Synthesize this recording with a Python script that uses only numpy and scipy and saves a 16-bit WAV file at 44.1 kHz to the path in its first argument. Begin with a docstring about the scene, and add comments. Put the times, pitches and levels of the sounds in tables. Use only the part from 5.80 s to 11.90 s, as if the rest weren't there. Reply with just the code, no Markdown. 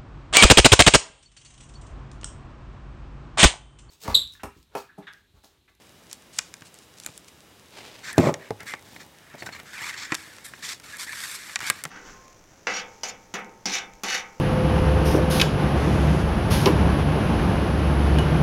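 """In a quiet room, tape and paper are fiddled with over a table: small snaps and a faint rustle.
Near 2 s a sleeve swishes as an arm reaches out and grabs a camera. The camera knocks on the table,
judders briefly over its top and knocks again, and both ring with the blows.
Then it is carried: sliding fingers make the plastic shell hiss and squeak, and the shifting grip
gives clicks, low bumps and a few lighter knocks."""
import sys
import numpy as np
from scipy import signal
from scipy.io import wavfile

SR = 44100
rng = np.random.default_rng(int(sys.argv[2]) if len(sys.argv) > 2 else 0)


def wrap_up_sound(samples):
    """Save the sound to the file named by the first command line argument, as 16-bit audio."""
    columns = np.atleast_2d(samples).T
    # keep every value between -1 and 1, then stretch to whole-number steps
    tamed = np.clip(columns, -1, 1)
    steps = np.round(tamed * 32767).astype(np.int16)
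    wavfile.write(sys.argv[1], SR, steps)


N = 269004
TIME = np.arange(N) / SR

# Tone colours, or how strong each pitch is in a noise: f/Hz, level/dB
BACKGROUND_COLOUR = [(15, -71), (25, -35), (64, -2.5), (190, -1.5), (229, -4), (354, -4), (962, -10.5),
                     (2550, -13.5), (2840, -13.5), (3340, -14), (3920, -14), (4250, -19), (4740, -15.5),
                     (16000, -26)]  # steady hiss of room and microphone
RUSTLE_COLOUR = [(300, -32), (1400, -5), (3000, 0), (6500, 1), (9000, -0.5), (12000, -16), (16000, -22)]  # tape and paper
SLEEVE_COLOUR = [(100, -11), (480, 0.5), (1000, -4), (1400, -7.5), (2400, -2.5), (4000, -5.5),
                 (7000, -13.5), (15000, -29)]  # brushing cloth
BUMP_COLOUR = [(30, -25), (70, -2), (130, 4), (300, -0.5), (600, -6.5), (900, -1.5), (1500, -20)]  # the shifting grip
DRAG_COLOUR = [(40, -28), (80, -15), (140, 2.5), (280, -5), (430, -3), (580, -1.5), (850, -11), (1200, -9),
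               (1700, -29), (3000, -49)]  # the camera's foot on the table
THUD_COLOUR = [(40, -11), (130, 5), (400, 5), (800, 2), (1300, -15.5), (3000, -76)]  # low part of a snap
RING_COLOUR = [(250, -52.5), (650, -11), (1000, -0.5), (1450, 2), (2400, 0.5), (3200, -7), (5500, -54.5)]  # middle part of a snap or rub
CRACK_COLOUR = [(1200, -31.5), (2600, -9), (3500, 5), (4800, 4.5), (5700, 8), (7800, 1.5), (9500, -3),
                (13000, -45)]  # high part of a snap
SNAP_FIZZ_COLOUR = [(4000, -37.5), (7500, -1), (9500, -4.5), (11000, -8), (12500, -13.5), (16000, -20.5)]  # very top of a snap
RUB_HISS_COLOUR = [(1500, -35), (2700, -6.5), (3500, 9.5), (4500, 8), (6300, 6.5), (7700, 1.5),
                   (8600, -12.5), (12000, -23)]  # high part of a rub
RUB_FIZZ_COLOUR = [(4000, -75.5), (8000, 4), (9500, 0.5), (11200, -0.5), (12500, -4.5), (14500, -10),
                   (16000, -30)]  # very top of a rub
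# Faint electronic tones: f/Hz, level/dB
WHINE_TONES = [(2880, -73.5), (3847, -74.5), (7690, -83)]
# How long the room echoes (a fade time is the time to drop by 60 dB): f/Hz, fade time/s
ROOM_FADES = [(100, 0.18), (500, 0.56), (2000, 0.36), (7000, 0.25), (16000, 0.072)]
# Modes, the pitches at which a thing likes to ring: f/Hz, width/Hz, level/dB
TAPE_MODES = [(1280, 98, -2), (1640, 190, -10), (2410, 310, 5), (4320, 200, -7), (6960, 590, 3)]  # taut tape
SHELL_MODES = [(1183, 37, 2.5), (1342, 58, 6.5), (1748, 200, 7), (1855, 470, 15), (2197, 280, 13),
               (2350, 85, -16.5)]  # the camera's plastic shell
WALL_MODES = [(3390, 470, -3.5), (4470, 130, 5.5), (5470, 140, 6), (6700, 480, -13), (7330, 340, 9.5),
              (7840, 290, -6)]  # its thin walls, which ring higher
# Camera and table ringing together: f/Hz, level/dB, fade time/s
TABLE_MODES = [(97, -34, 0.47), (139, -44, 0.081), (158.5, -8, 0.056), (290, -11, 0.029), (341, -17, 0.12),
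               (347, -1.5, 0.047), (457.5, -17, 0.15), (566, -6, 0.068), (660, 9.5, 0.016),
               (823, -40, 0.048), (1070, -42, 0.046), (1204, -15, 0.036)]

# Movements (swell is the change in level from start to end): t/s, length/s, level/dB, swell/dB
CRINKLES = [(0.296, 0.048, -51, -2), (0.523, 0.062, -49, 7), (0.6, 0.093, -58, -8), (0.844, 0.03, -53.5, 1),
            (0.935, 0.1, -61, 5), (1.165, 0.135, -55, 5), (1.335, 0.035, -55.5, 2), (1.473, 0.012, -53, 0)]  # tape and paper bend between the fingers
SWISHES = [(1.904, 0.45, -49, -18.5)]  # the arm reaches out, fastest at first
DRAGS = [(2.388, 0.1, -22.5, 10)]  # the camera is dragged, pressed ever harder
# Snaps, with three parts set against their level: t/s, relative level/dB, thud/dB, crack/dB, fizz/dB
TAPE_SNAPS = [(0.3137, -49, -21, 8.5, -5), (0.3296, -52, -15, 18.5, 18), (0.5853, -37, -26, -3, 2),
              (0.5876, -37.5, -25, 18, -19), (0.5890, -29, -24, 7.5, -3.5), (0.5905, -26.5, -25, -2.5, -31),
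              (0.7401, -40.5, -29, 4, -0.5), (0.8212, -42.5, -9, -6, -19), (0.9427, -65, -8, 12, 19.5),
              (0.9884, -61, -2, 13, 12), (1.1854, -59, -10, 12, 6), (1.2003, -55.5, -3, 15, 13),
              (1.2362, -58.5, -10, 16, 10), (1.2478, -48.5, -6, -2, 5), (1.2627, -35.5, -11.5, 4.5, 7.5),
              (1.2725, -44, -10, -16, -4), (1.2880, -48, 1, -11, -16), (1.3774, -56, -18, 13, 17.5),
              (1.4835, -53.5, -13, 6.5, 1)]  # tape and paper
SHELL_CLICKS = [(2.3298, -46, -16, 3, 9.5), (2.3814, -25, 10.5, 1.5, -3.5), (2.3873, -32, -2, -11, -13),
                (2.5411, -31, -9, 1, -13), (2.7065, -38.5, 12, -2.5, -11), (2.8051, -42, -4, -0.5, -6),
                (2.9374, -26.5, -9.5, -12, -28), (3.1627, -39, -21, -11, -17), (3.541, -46, 5.5, -9, -26),
                (3.623, -31.5, -9, -26, -30), (3.6322, -42, -2, -4, -16), (3.6645, -36.0, -7, -13, -7),
                (3.69, -36.5, -1, -23, -29), (3.7999, -41, -7, -2, -20), (4.321, -19.5, -10, -11, -26),
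                (4.3446, -28, -34, -1, -2.5), (4.3505, -34.5, -27, 9, 3), (4.5843, -43, -16, -3.5, -24),
                (4.7366, -35, -18, -16, -27), (4.932, -42, -17, -3, -4), (4.9994, -47.5, -16, 2, 1),
                (5.1693, -46.5, -9, -2, 7), (5.3301, -30.5, -38, -26, -28), (5.695, -36.5, -19, -16, -22),
                (5.7582, -21.5, -48, 0.5, -18), (5.7908, -37.5, -25, 1, -7), (5.805, -30.5, -33, -6, -8),
                (5.8126, -32, -22, -5, -12), (5.9001, -16, -17.5, -4, -0.5), (6.0384, -34.5, -20, 1.5, 6.5),
                (6.0526, -29, -10, -4.5, -8)]  # plastic under the grip
# Shifts of the grip: t/s, length/s, relative level/dB
GRIPS = [(2.256, 0.2, -46), (2.79, 0.078, -48.5), (2.99, 0.25, -52), (3.53, 0.1, -57.5), (3.597, 0.2, -49),
         (4.007, 0.09, -47.5), (4.156, 0.12, -61), (4.648, 0.15, -57), (4.855, 0.051, -52),
         (5.772, 0.059, -45.5), (5.957, 0.085, -52)]
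# Finger strokes, with two parts set against their level:
# t/s, length/s, level/dB, swell/dB, hiss/dB, fizz/dB
RUBS = [(2.227, 0.083, -41.5, 5, -2, -14), (2.368, 0.12, -36, 4, -5.5, -15.5),
        (2.586, 0.09, -50, -1, -11, -25), (2.79, 0.037, -45, -3, -14, -27),
        (2.86, 0.065, -39, -5, -5.5, -10.5), (3.04, 0.13, -58, 4, 1, -9), (3.19, 0.03, -47, -2, -1.5, -15),
        (3.324, 0.16, -59, 5, -18, -25), (3.494, 0.079, -51, 2, -19, -24),
        (3.578, 0.044, -50.5, -13, 2, -12), (3.659, 0.019, -36, -23, -1.5, -13),
        (3.713, 0.051, -42.5, -0.5, -6, -20), (3.783, 0.012, -43.5, 1, -14, -13),
        (3.846, 0.093, -48.5, 4, -4.5, -12), (3.926, 0.098, -39.5, 0, -8, -14),
        (4.012, 0.088, -36, 3, -4.5, -12), (4.119, 0.037, -38, -7, -8, -17),
        (4.161, 0.095, -40, 0.5, -1, -16), (4.266, 0.069, -41, 15, -10.5, -19),
        (4.353, 0.33, -52, -12.5, -3, -7.5), (4.639, 0.05, -47.5, -13, 0.5, 3),
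        (4.68, 0.18, -55, 6, -1.5, -8), (4.821, 0.11, -40, -1.5, 4, -5), (5.027, 0.14, -47.5, 2.5, -2, -7),
        (5.179, 0.056, -40, 3.5, 2.5, -1), (5.258, 0.2, -41.5, 9.5, -0.5, -4),
        (5.464, 0.096, -42.5, 5, 1, -0.5), (5.566, 0.18, -45, -1, -1.5, -5.5),
        (5.809, 0.045, -36, 1, -6, -12), (5.851, 0.031, -32, 4.5, -3, -9), (5.909, 0.1, -47, 2, -4, -10)]
# Skin squeaks where it grips hardest, and a thin ring near 4.4 kHz in two strokes: t/s, length/s, level/dB,
# f/Hz
SQUEAKS = [(2.276, 0.1, -42.5, 1635), (2.885, 0.08, -44, 2110), (3.587, 0.043, -53, 4370),
           (3.653, 0.027, -46, 1600), (3.712, 0.03, -52, 4360), (4.824, 0.04, -36.5, 1850),
           (5.123, 0.029, -44, 1680), (5.265, 0.044, -40, 1710)]
# Blows, and the ring of the spot they hit, set against the blow:
# t/s, relative level/dB, contact time/ms, spot f/Hz, spot level/dB
KNOCKS = [(0.819, -39, 2.1, 149, -6), (1.288, -35, 2.8, 130, -12), (2.38, -4, 1.1, 312, -20),
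          (2.3862, 2, 2.4, 166, -15), (2.3968, 2, 2.47, 262, -7), (2.4275, -29, 1.1, 332, -18),
          (2.4618, -20.5, 0.93, 144, -12), (2.471, -14, 0.87, 545, 4), (2.7065, -39, 0.42, 441, 23.5),
          (2.7108, -34.5, 1, 106, 4), (3.622, -38.5, 1.1, 687, 6), (4.3205, -27, 2, 326, 11.5),
          (6.0526, -33, 1.7, 156, -1.5)]


def amp(db):
    """Turns decibels into a number to multiply by."""
    return 10 ** (np.asarray(db) / 20)


def evened(x):
    """Scales a sound to an average power of 1."""
    return x / np.sqrt(np.mean(x ** 2) + 1e-20)


def value_at(points, hz):
    """Looks up a pitch in a table, filling in between its rows."""
    f, value = np.transpose(points)
    return np.interp(np.log(hz + 1), np.log(f), value)


def add(mix, start_s, sound):
    """Mixes a sound in at the given time."""
    part = mix[round(start_s * SR):][:len(sound)]
    part += sound[:len(part)]


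def wander(per_s):
    """A random line that heads for a new value per_s times a second."""
    return np.interp(TIME * per_s, np.arange(N), rng.standard_normal(N))


def colour(x, points, size=4096):
    """Gives a sound a tone colour, with nothing heard ahead of its start."""
    log_gain = np.log(amp(value_at(points, abs(np.fft.fftfreq(size, 1 / SR)))))
    taps = np.fft.ifft(np.exp(np.conj(signal.hilbert(log_gain)))).real
    return signal.oaconvolve(x, taps[:size // 2])[:len(x)]


def resonate(x, modes):
    """Lets a sound set a thing's modes ringing."""
    return sum(amp(db) * signal.lfilter(*signal.iirpeak(hz, hz / width, SR), x)
               for hz, width, db in modes)


def glide(x, hz, width_hz):
    """Lets a sound ring at one moving pitch."""
    turn = np.exp(2j * np.pi * np.cumsum(hz) / SR)
    decay = np.exp(-np.pi * width_hz / SR)
    return (turn * signal.lfilter([1], [1, -2 * decay, decay ** 2], x / turn)).real


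def strokes(starts, lengths, levels_db, swells_db=0, *, rise_s, fade_s):
    """Loudness over time of some movements: each rises, swells or sinks, then dies away."""
    power = np.zeros(N)
    for start, length, db, swell_db in np.broadcast(starts, lengths, levels_db, swells_db):
        t = np.arange(0, length + fade_s, 1 / SR)
        held_db = db + swell_db * (np.minimum(t / length, 1) - 0.5)
        lift_db = -60 * np.maximum(t - length, 0) / fade_s
        add(power, start, (np.minimum(t / rise_s, 1) * amp(held_db + lift_db)) ** 2)
    return np.sqrt(power)


def friction(slips_per_s, spread_db, smooth, flutter_db, flutter_hz):
    """Rubbing: tiny uneven slips over smooth noise, in clumps as the pressure wavers."""
    sizes = amp(spread_db * np.minimum(rng.exponential(1, N), 4))
    slips = sizes * rng.choice([-1, 1], N) * (rng.random(N) < slips_per_s / SR)
    sliding = evened(slips) + smooth * rng.standard_normal(N)
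    return evened(sliding * amp(flutter_db * wander(flutter_hz)))


def background(hiss_db=-54):
    """Steady hiss with a few thin electronic tones."""
    whine = sum(amp(db) * np.sqrt(2) * np.sin(2 * np.pi * hz * TIME) for hz, db in WHINE_TONES)
    return amp(hiss_db) * evened(colour(rng.standard_normal(N), BACKGROUND_COLOUR)) + whine


def room_echo(x, build_s=0.002):
    """Sound bounces around a small room, each pitch dying at its own speed."""
    hz, t, noise = signal.stft(rng.standard_normal(SR // 2), SR, nperseg=256)
    fade = amp(-60 * t / value_at(ROOM_FADES, hz)[:, None])
    tail = signal.istft(noise * fade, SR, nperseg=256)[1]
    tail *= 1 - np.exp(-(TIME[:len(tail)] / build_s) ** 2)
    return signal.fftconvolve(x, tail / np.linalg.norm(tail))[:N]


def stray_ticks(level_db=-66.5, per_s=16, spread_db=3):
    """Fingernails and creases give faint ticks all along."""
    sizes = amp(spread_db * np.minimum(rng.exponential(1, N), 2))
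    ticks = sizes * (rng.random(N) < per_s / SR)
    return amp(level_db) * evened(colour(ticks, RUSTLE_COLOUR))


def rustle():
    """Tape and paper crinkle finely as they bend."""
    bending = strokes(*np.transpose(CRINKLES), rise_s=0.0066, fade_s=0.1)
    creases = friction(1500, spread_db=3.2, smooth=0.6, flutter_db=1.2, flutter_hz=81.1)
    return bending * evened(colour(creases, RUSTLE_COLOUR))


def sleeve_swish():
    """Cloth brushes along as the arm reaches out."""
    reach = strokes(*np.transpose(SWISHES), rise_s=0.1, fade_s=0.2)
    cloth = friction(2200, spread_db=3.5, smooth=0.77, flutter_db=1.4, flutter_hz=80)
    return reach * evened(colour(cloth, SLEEVE_COLOUR))


def grip_bumps(gain_db=-1, restless_from_s=1.9):
    """Shifts of the grip make low, lumpy bumps, and the hand never quite rests."""
    shifts = strokes(*np.transpose(GRIPS), rise_s=0.017, fade_s=0.3)
    restless = amp(-61.5) * (TIME > restless_from_s)
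    bumps = friction(300, spread_db=5.8, smooth=0.54, flutter_db=2.8, flutter_hz=40)
    return amp(gain_db) * np.hypot(shifts, restless) * evened(colour(bumps, BUMP_COLOUR))


def hand_echoes(x, strength=0.31, drift=0.3):
    """Very short echoes off the moving hands keep changing the tone colour."""
    echoes = np.zeros(N)
    for delay_s in 0.0007, 0.0016:
        lag = np.round(delay_s * np.exp(drift * wander(16)) * SR).astype(int)
        echoes += np.take(x, np.arange(N) - lag, mode="wrap")
    return evened(x + strength * echoes)


def skin_squeaks(slips):
    """Skin catches and lets go, so each squeak breaks into short chirps."""
    start, length, level, hz = np.transpose(SQUEAKS)
    pitch = hz[np.searchsorted(start, TIME) - 1] * np.exp(0.037 * wander(70))
    chirps = evened(glide(slips, pitch, width_hz=230) * amp(4 * wander(56)))
    return chirps * strokes(start, length, level, rise_s=0.015, fade_s=0.11)


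def finger_rubs():
    """Skin slides on plastic: the same slips ring the shell, hiss above it and squeak."""
    start, length, level, swell, hiss_db, fizz_db = np.transpose(RUBS)
    slips = hand_echoes(friction(2200, spread_db=3.5, smooth=1, flutter_db=1.14, flutter_hz=170))
    middle, high = colour(slips, RING_COLOUR), colour(slips, RUB_HISS_COLOUR)
    ring = evened(evened(resonate(middle, SHELL_MODES)) + 0.81 * evened(middle))
    hiss = evened(evened(resonate(high, WALL_MODES)) + 3.6 * evened(high))
    fizz = evened(colour(slips, RUB_FIZZ_COLOUR))
    sliding = sum(part * strokes(start, length, level + db, swell, rise_s=0.015, fade_s=0.11)
                  for part, db in [(ring, 0), (hiss, hiss_db), (fizz, fizz_db)])
    return sliding + skin_squeaks(slips)


def snaps(rows, modes, ringing, chatter, thud_s, ring_s, crack_s, gain_db=-2):
    """Tape or plastic lets go: one sharp kick, then chatter that fades fastest in the high notes."""
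    out, t = np.zeros(N), np.arange(2048) / SR
    head = SR // 170  # the first 6 ms set each part's level
    for start, db, thud_db, crack_db, fizz_db in rows:
        noise = chatter * rng.standard_normal(len(t))
        parts = [(THUD_COLOUR, thud_db, thud_s), (RING_COLOUR, 0, ring_s),
                 (CRACK_COLOUR, crack_db, crack_s), (SNAP_FIZZ_COLOUR, fizz_db, crack_s)]
        for tone, part_db, fade_s in parts:
            burst = colour((t == 0) + noise * amp(-60 * t / fade_s), tone)
            if tone is RING_COLOUR or tone is CRACK_COLOUR:
                burst = burst + ringing * resonate(burst, modes)
            add(out, start, amp(db + part_db) * burst / np.sqrt(np.mean(burst[:head] ** 2)))
    return amp(gain_db) * out


def camera_drag(table_share=0.36):
    """The camera's foot judders over the table top and keeps the table ringing."""
    slips = friction(900, spread_db=2, smooth=0.63, flutter_db=1.9, flutter_hz=150)
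    pressure = strokes(*np.transpose(DRAGS), rise_s=0.013, fade_s=0.12)
    judder = pressure * evened(colour(slips, DRAG_COLOUR))
    # the longer a mode rings, the narrower it is
    modes = [(hz, np.log(1000) / np.pi / fade_s, 0) for hz, _, fade_s in TABLE_MODES]
    return (1 - table_share) * judder + table_share * resonate(judder, modes)


def camera_knocks(strength=0.63, spot_cycles=22, lowest_hz=75):
    """Each blow is a short push that rings table and camera; a longer contact sounds duller."""
    out, t = np.zeros(N), np.arange(SR // 2) / SR
    ring = sum(amp(db - 60 * t / fade_s) * np.cos(2 * np.pi * hz * t) for hz, db, fade_s in TABLE_MODES)
    for start, db, contact_ms, spot_hz, spot_db in KNOCKS:
        push = np.sin(np.pi * np.minimum(t * 1000 / contact_ms, 1))
        spot = amp(spot_db - 60 * t * spot_hz / spot_cycles) * np.cos(2 * np.pi * spot_hz * t)
        add(out, start, -strength * amp(db) * signal.fftconvolve(push / push.sum(), ring + spot))
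    return signal.sosfilt(signal.butter(2, lowest_hz, "high", fs=SR, output="sos"), out)


def scene():
    """Mixes it all: the tape gets a little room echo, whatever touches the camera even less."""
    tape = snaps(TAPE_SNAPS, TAPE_MODES, ringing=0.7, chatter=0.16,
                 thud_s=0.048, ring_s=0.02, crack_s=0.01)
    tape += rustle() + stray_ticks()
    clicks = snaps(SHELL_CLICKS, SHELL_MODES + WALL_MODES, ringing=0.21, chatter=0.15,
                   thud_s=0.072, ring_s=0.036, crack_s=0.015)
    camera = clicks + camera_knocks() + camera_drag() + finger_rubs() + grip_bumps()
    direct = tape + camera + sleeve_swish()
    echo = room_echo(amp(-18) * tape + amp(-21.5) * camera)
    return (direct + echo + background())[None]


def record(dry):
    """Flattens any peak beyond full scale, then cuts the highs above 16 kHz."""
    high_cut = signal.firwin(255, 16000, window=("kaiser", 8), fs=SR)
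    return signal.oaconvolve(np.clip(dry, -1, 1), high_cut[None], "same")


dry = scene()
out = record(dry)
wrap_up_sound(out)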